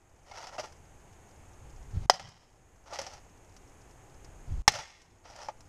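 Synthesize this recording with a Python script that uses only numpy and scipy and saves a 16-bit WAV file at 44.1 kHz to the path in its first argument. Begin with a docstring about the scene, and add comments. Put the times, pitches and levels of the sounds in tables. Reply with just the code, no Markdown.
"""Snowy yard: a hatchet chops twice into a small sheet-metal case on a stump, heard from a body-worn camera.
Each chop is ringing panel modes, crumpling grains, a snap and a thud, then rattle and a low shudder.
Before, between and after the chops the case scrapes and knocks: random grains drive the same panel modes.
Swings are bell-shaped gusts of noise on the microphone; ticks, a thin yard echo and quiet air surround them.
The camera's limiter ducks just ahead of each chop and lets the background swell back."""
import sys
import numpy as np
from scipy import signal
from scipy.fft import rfft, irfft
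from scipy.io import wavfile
from scipy.ndimage import uniform_filter1d

SR = 44100
rng = np.random.default_rng(int(sys.argv[2]) if len(sys.argv) > 2 else 0)


def waveform_to_disk(signal):
    """Save audio, clipped to [-1, 1], as 16-bit WAV at the path in sys.argv[1]."""
    frames = np.transpose(np.atleast_2d(signal))
    scaled = np.clip(frames, -1, 1) * 32767
    samples = np.round(scaled).astype(np.int16)
    wavfile.write(sys.argv[1], SR, samples)


N = 250488  # length in samples

# Levels in the tables are relative; each layer adds its own trim.
# still winter air and microphone hiss: [freq_hz, level_db]
AIR_COLOUR = [(20, 1), (100, 0), (200, -12.5), (380, -10.5), (600, -14.5), (800, -11.5), (1100, -18.5),
              (2600, -25), (4000, -35), (5900, -32.5), (6500, -20), (7200, -26.5), (10200, -35.5),
              (14000, -43.5)]
# sharp ticks of blade and grit on the metal: [start_s, level_db]
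TICKS = [(0.657, -53), (0.723, -55), (2.288, -45), (3.016, -40), (3.136, -49.5), (3.565, -54),
         (4.246, -54.5), (4.719, -26.5), (5.018, -49.5), (5.361, -48), (5.444, -57), (5.606, -52.5)]
# colour of the yard's echo: [freq_hz, level_db]
YARD_COLOUR = [(100, -10.5), (350, -11), (800, -8.5), (1500, -4.5), (2600, 3.5), (5300, -6), (8000, -2),
               (13000, -9)]
# modes of the case: [freq_hz, t60_s in a chop, lid_level_db, edge_level_db]
CASE_MODES = [(547, 0.04, -16.5, -31), (733, 0.017, 1.5, -46.5), (755, 0.09, -23, -41),
              (830, 0.031, -26, -6.5), (1214, .03, -20.5, -26.5), (1386, 0.06, -27.5, -39.5),
              (1792, 0.045, -30.5, -20), (1926, .04, -21, -23.5), (2150, 0.05, -32.5, -21),
              (2703, .03, -28.5, -31.5), (2940, 0.034, -24, -34.5), (3074, .025, -20, -31),
              (3270, .04, -28.5, -23), (3440, .05, -35.5, -28.5), (3930, 0.029, -30, -31),
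              (4170, 0.082, -35.5, -33.5), (4690, 0.024, -30.5, -16), (4920, 0.048, -18.5, -30.5),
              (5252, 0.022, -16.5, -16.5), (5695, 0.024, -23.5, -16), (5710, 0.05, -22.5, -33.5),
              (6190, 0.069, -25.5, -33.5), (6500, .04, -29.5, -20.5), (7406, .03, -28, -30)]
# colour of the case rubbing on frozen wood: [freq_hz, level_db]
RUB_COLOUR = [(150, -30), (370, -11), (440, -9.5), (560, 2), (720, 0.5), (880, 4.5), (1100, -8.5),
              (1380, -1), (1580, -12), (1950, -8), (3900, -16), (5000, -10.5), (6300, -12), (7500, -25.5),
              (10000, -35), (14000, -48.5)]
# shoves that slide the case over the stump: [start_s, length_s, level_db, growth_db over its length,
# treble_db at 3 kHz]
SHOVES = [(0.249, 0.067, -53, 4.5, -0.5), (0.335, 0.16, -37.5, -5.5, -0.5), (0.523, 0.025, -41.5, -0.5, -6),
          (0.579, 0.013, -34, 2, -4), (0.629, 0.032, -36.5, -4, -2), (2.856, 0.059, -50.5, 5.5, -4.5),
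          (2.927, 0.027, -33.5, 5, 3), (2.994, 0.19, -38, -9.5, 1.5), (4.733, 0.083, -25, -2.5, 2),
          (5.239, 0.22, -46, 4, -1)]
# the case catching, tipping and dropping back: [start_s, level_db, treble_db at 5 kHz, pitch_hz of the spot]
KNOCKS = [(0.313, -38.5, -2, 802), (0.470, -34.5, 5, 762), (0.583, -37, -7.5, 630), (0.596, -27, 3, 624),
          (0.64, -39.5, -8, 690), (2.138, -22, 1, 760), (2.196, -23, -1, 786), (2.925, -39, -12, 500),
          (2.988, -22.5, 4.5, 550), (3.065, -34, 4, 776), (4.738, -19.5, 1, 630), (4.754, -16.5, 3, 576),
          (4.787, -19, 3, 865), (5.253, -43.5, -6, 830), (5.403, -41, 1, 930), (5.485, -33.5, -10, 583)]
# swings of the hatchet: [downstroke_s, gust_width_s, downstroke_level_db, lift_level_db]
SWINGS = [(1.966, 0.026, -30.5, -46), (4.52, 0.042, -34.5, -53)]
# colour of the air buffeting the microphone: [freq_hz, level_db]
BUFFET_COLOUR = [(15, -1.5), (30, 7.5), (80, -3), (140, -12), (250, -26), (600, -39), (1500, -46),
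                 (6000, -50.5), (14000, -78.5)]
# colour of the flutter in the arm's gust: [freq_hz, level_db]
FLUTTER_COLOUR = [(30, -4), (80, 5.5), (130, 5), (200, -15), (350, -29), (1000, -47), (6000, -60),
                  (14000, -63)]
# chops: [start_s, level_db, place (0 lid to 1 edge), stretch_hz, crunch_db, crunch_t60_s,
# snap_delay_s, snap_db, thud_hz, thud_db, rattle_db]
CHOPS = [(2.0975, 4, 0, 420, -5, .03, .0024, 1, 440, -2, -29),
         (4.6781, 8.5, 0.7, 149.7, -5, 0.04, 0.0019, 3.5, 80.9, -6.5, -22.5)]
# colour of crumpling sheet metal: [freq_hz, level_db]
CRUNCH_COLOUR = [(150, -20), (500, -2.5), (950, -5), (1500, -5.5), (2400, -5.5), (4200, -5.5), (5400, -0.5),
                 (6800, -10.5), (8500, -15), (11000, -26.5), (14000, -27.5)]
# low shudder of hatchet and stump at each blow and rebound: [start_s, level_db, t60_s]
SHUDDERS = [(2.1, -28, 0.3), (2.19, -28.5, 0.4), (4.68, -18, 0.14), (4.736, -25, 0.24)]

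AIR_DB = -53.5
GRIT_PER_S, GRIT_DB = 14, -67.5  # fainter ticks at random, on the scale of TICKS
TICK_T60_S = 0.045
CONTACTS_PER_S, CONTACT_SPREAD_DB = 7000, 2  # tiny impacts within a knock or tick
ECHO_DB, ECHO_RISE_S, ECHO_T60_S = -28, 0.015, 0.64
WANDER_DB, WANDER_PER_S = 6.5, 25  # how far and how fast the contact point shifts the modes' levels
SHOVE_ATTACK_S, SHOVE_T60_S = 0.0051, 0.098
SETTLE_DB, SETTLE_T60_S = -13.5, 0.34  # loosened grit runs on after each shove
SLIPS_PER_S, SLIP_SPREAD_DB, JUDDER_DB = 2200, 2.5, 2
KNOCK_T60_S, NOTE_T60_S, NOTE_DB = 0.074, 0.07, -1
LIFT_LEAD_S, LIFT_WIDTH_S = 0.17, 0.22  # the slow lift peaks this long before the downstroke
GUST_WIDTH_S, HEAD_LAG_S, HEAD_DB = 0.036, 0.074, 0.5  # the head's gust follows the arm's
FLUTTER_DB = -1.5
RATTLES_PER_S, RATTLE_T60_S = 800, 0.59
CLATTER_DB, CLATTER_T60_S = 7.5, 0.069  # the first violent shaking
BLOCK = 1377  # limiter step in samples
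PEAK_LIMIT, TOP_HZ = 0.92, 14100  # hard ceiling (full scale 1) and treble cut-off


def undb(db):
    """Decibels to gain."""
    return 10 ** (np.asarray(db) / 20)


def unit(x):
    """Scale to rms 1."""
    return x / np.sqrt(np.mean(x ** 2))


def fade(t, t60):
    """Exponential decay, 60 dB down after t60."""
    return np.exp(-np.log(1000) * t / t60)


def add(out, start_s, x):
    """Mix x into out from start_s."""
    i = int(start_s * SR)
    out[i:i + len(x)] += x[:N - i]


def colour(x, points, size=4096):
    """Minimum-phase filter of unit power through (Hz, dB) points."""
    hz, db = np.transpose(points)
    bins_hz = np.fft.rfftfreq(size, 1 / SR)
    gain = undb(np.interp(np.log(bins_hz + 1), np.log(hz), db))
    # folding the cepstrum forward makes the response causal
    cepstrum = irfft(np.log(gain))
    cepstrum[1:size // 2] *= 2
    cepstrum[size // 2 + 1:] = 0
    response = irfft(np.exp(rfft(cepstrum)))
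    return signal.fftconvolve(x, response / np.linalg.norm(response))[:len(x)]


def grains(count, rate, spread_db):
    """Tiny impacts or slips of uneven size and random sign at random moments, rms 1."""
    hit = rng.random(count) < rate / SR
    # the cap holds back rare giants
    size = undb(spread_db * np.minimum(rng.exponential(size=count), 4))
    sign = rng.choice([-1, 1], count)
    return unit(hit * size * sign + 1e-9)


def walk(rate):
    """Smoothed random drift, rms 1, heading for a new value rate times a second."""
    k = int(SR / rate)
    steps = np.repeat(rng.standard_normal(N // k + 1), k)
    return unit(uniform_filter1d(steps, k)[:N])


def air():
    """Quiet coloured noise for still air and microphone hiss, drifting slightly in level."""
    return unit(colour(rng.standard_normal(N), AIR_COLOUR)) * undb(AIR_DB + 0.38 * walk(3))


def ticks():
    """Bright clicks of blade and grit are short grain bursts, among a faint random scatter of grit."""
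    push, t = np.zeros(N), np.arange(SR // 16) / SR
    grit_starts = rng.random(int(GRIT_PER_S * N / SR)) * N / SR
    grit = [(start_s, GRIT_DB) for start_s in grit_starts]
    for start_s, db in TICKS + grit:
        click = grains(len(t), CONTACTS_PER_S, CONTACT_SPREAD_DB) * fade(t, TICK_T60_S)
        add(push, start_s, undb(db + 5.5) * click)
    return colour(push, [(300, 3.5), (1800, -1.0), (3800, -6.5), (5600, 7), (7500, -3), (14000, -26.0)])


def yard(x):
    """Trees and walls scatter a thin, uneven echo over the absorbing snow."""
    t = np.arange(SR) / SR
    echo = grains(SR, 1800, 4.4) * (1 - np.exp(-t / ECHO_RISE_S)) * fade(t, ECHO_T60_S)
    response = colour(echo / np.linalg.norm(echo), YARD_COLOUR)
    return undb(ECHO_DB) * signal.fftconvolve(x, response)[:N]


def through_case(push):
    """Contact forces drive the damped box; as the contact point wanders, different panel modes stand out."""
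    panel = 0
    for hz, t60, lid_db, edge_db in CASE_MODES:
        # no longer pinned by the blade, the panels ring a little longer
        keep = fade(1 / SR, 1.2 * t60)
        level = undb((lid_db + edge_db) / 2 + WANDER_DB * walk(WANDER_PER_S))
        drive = push * level * np.sqrt(1 - keep ** 2)
        resonator = [1, -keep * np.exp(2j * np.pi * hz / SR)]
        panel = panel + signal.lfilter([1], resonator, drive).imag
    return undb(-2.5) * colour(push, RUB_COLOUR) + undb(-4) * panel


def shove(length, growth_db):
    """Force of one shove: a quick rise, a hold that grows or eases, a release with a faint run-on."""
    t = np.arange(SR) / SR
    after = np.maximum(t - length, 0)
    hold = undb(growth_db * np.minimum(t / length, 1))
    run_on = undb(SETTLE_DB)
    release = (1 - run_on) * fade(after, SHOVE_T60_S) + run_on * fade(after, SETTLE_T60_S)
    return (1 - np.exp(-t / SHOVE_ATTACK_S)) * hold * release


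def sliding():
    """The case slips over the rough stump in uneven spurts; blade on metal is brighter than case on wood."""
    push = np.zeros(N)
    for start_s, length, db, growth_db, treble_db in SHOVES:
        slips = grains(SR, SLIPS_PER_S, SLIP_SPREAD_DB)
        slips = colour(slips, [(1000, 0.0062), (3000, treble_db)], size=256)
        add(push, start_s, undb(db) * slips * shove(length, growth_db))
    return through_case(push * undb(-2.0 + JUDDER_DB * walk(70)))


def knocks():
    """Short clusters of contacts, dull or bright; each spot of the box has its own hollow note."""
    push, notes, t = np.zeros(N), np.zeros(N), np.arange(SR // 8) / SR
    for start_s, db, treble_db, hz in KNOCKS:
        burst = grains(len(t), CONTACTS_PER_S, CONTACT_SPREAD_DB) * fade(t, KNOCK_T60_S)
        add(push, start_s, undb(db) * colour(burst, [(1000, 0), (5000, treble_db)], size=256))
        note = np.sin(2 * np.pi * hz * t) * (1 - np.exp(-t / 0.0016)) * fade(t, NOTE_T60_S)
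        add(notes, start_s, undb(db + NOTE_DB) * note)
    return through_case(push) + notes


def gust(centre_s, width_s):
    """A bell-shaped puff of air, down to 1/e at width_s either side of its centre."""
    return np.exp(-((np.arange(N) / SR - centre_s) / width_s) ** 2)


def swings():
    """Turbulence on the microphone: a slow lift, then the gusts of arm and hatchet head coming down."""
    slow, fast = 0, 0
    for down_s, width_s, db, lift_db in SWINGS:
        lift = undb(lift_db) * gust(down_s - LIFT_LEAD_S, LIFT_WIDTH_S)
        arm = undb(db) * gust(down_s, width_s)
        head = undb(db + HEAD_DB) * gust(down_s + HEAD_LAG_S, GUST_WIDTH_S)
        slow = slow + lift + head
        fast = fast + arm
    rumble = unit(colour(rng.standard_normal(N), BUFFET_COLOUR))
    flutter = unit(colour(rng.standard_normal(N), FLUTTER_COLOUR))
    # only the arm's fast gust flutters
    return (slow + fast) * rumble + undb(FLUTTER_DB) * fast * flutter


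def ring(t, place, stretch_hz):
    """The case's modes for a blow at one place; the dented sheet is taut at first, so the pitch drops."""
    extra_turns = stretch_hz * np.cumsum(fade(t, 0.0072)) / SR
    out = 0
    for k, (hz, t60, lid_db, edge_db) in enumerate(CASE_MODES):
        # neighbouring modes move the panel in opposite directions
        size = (-1) ** k * undb(lid_db + place * (edge_db - lid_db))
        out = out + size * np.sin(2 * np.pi * (hz * t + extra_turns)) * fade(t, t60)
    return out


def chops():
    """The blade dents the sheet, which snaps and crumples; the pinned case rings briefly over a dull thud."""
    out, t = np.zeros(N), np.arange(SR // 4) / SR
    bite = 1 - np.exp(-(t / 0.00048) ** 2)
    for (start_s, db, place, stretch_hz, crunch_db, crunch_t60,
         snap_s, snap_db, thud_hz, thud_db, _) in CHOPS:
        panel = undb(8.5) * ring(t, np.clip(place, 0, 1), stretch_hz)
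        crumple = grains(len(t), 16000, 0.53) * fade(t, crunch_t60)
        crunch = undb(crunch_db) * colour(crumple, CRUNCH_COLOUR)
        snap_shape = np.exp(-((t - snap_s) / 0.00057) ** 2)
        snap = undb(snap_db - 5) * np.sin(2 * np.pi * 5400 * t) * snap_shape
        thud = undb(thud_db) * np.sin(2 * np.pi * thud_hz * t) * fade(t, 0.018)
        add(out, start_s, undb(db + 4.0) * bite * (panel + crunch + snap - thud))
    return out


def rattle():
    """Each chop sets the loose parts of the case chattering, hard at first, until they settle."""
    push, t = np.zeros(N), np.arange(SR * 3 // 4) / SR
    shaking = fade(t, RATTLE_T60_S) + undb(CLATTER_DB) * fade(t, CLATTER_T60_S)
    for start_s, *_, rattle_db in CHOPS:
        add(push, start_s, undb(rattle_db) * grains(len(t), RATTLES_PER_S, 1.9) * shaking)
    uneven = push * undb(2.8 * walk(70))
    return through_case(colour(uneven, [(600, -6.5), (2500, 2.5), (6000, 2.5)], size=256))


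def shudder():
    """Hatchet and stump shudder with a low buzz: dark noise that swells fast and dies away."""
    out, t = np.zeros(N), np.arange(SR // 2) / SR
    low = [(50, 0), (120, 7), (180, 0.5), (300, -19), (450, -17), (1000, -68)]
    for start_s, db, t60 in SHUDDERS:
        buzz = colour(rng.standard_normal(len(t)), low)
        add(out, start_s, undb(db) * buzz * (1 - np.exp(-t / 0.033)) * fade(t, t60))
    return out


def scene():
    """Everything that happens on the stump, its echo, the shudder, the swings and the air."""
    stump = ticks() + sliding() + knocks() + chops() + rattle()
    return (air() + stump + yard(stump) + swings() + shudder())[None]


def limiter(x, ceiling_db, treble_db, release_s, start_db):
    """Looks one block ahead, ducks at once to keep peaks under the ceiling and recovers slowly."""
    # the detector is more sensitive to treble, so bright blows are pressed down further
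    highpass = signal.butter(1, 2500, "high", fs=SR, output="sos")
    sensed = x + undb(treble_db) * signal.sosfilt(highpass, x)
    peaks = np.maximum.reduceat(np.abs(sensed), np.arange(0, N, BLOCK))
    headroom_db = ceiling_db - 20 * np.log10(peaks + 1e-9)
    gains, db = [], start_db
    for k in range(len(peaks)):
        recovered_db = db * np.exp(-BLOCK / SR / release_s)
        db = min(recovered_db, headroom_db[k:k + 2].min())
        gains.append(db)
    # a short average rounds the steps between blocks
    return x * undb(uniform_filter1d(np.repeat(gains, BLOCK)[:N], size=64))


def record(dry):
    """The camera's limiter, low at first, then a hard ceiling on any overshoot and the treble cut-off."""
    held = limiter(dry[0], ceiling_db=4.0, treble_db=0.5, release_s=0.6, start_db=-8.5)
    clipped = np.clip(held, -PEAK_LIMIT, PEAK_LIMIT)
    lowpass = signal.ellip(8, .2, 70, TOP_HZ, fs=SR, output="sos")
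    return signal.sosfilt(lowpass, clipped)[None]


dry = scene()
out = record(dry)
waveform_to_disk(out)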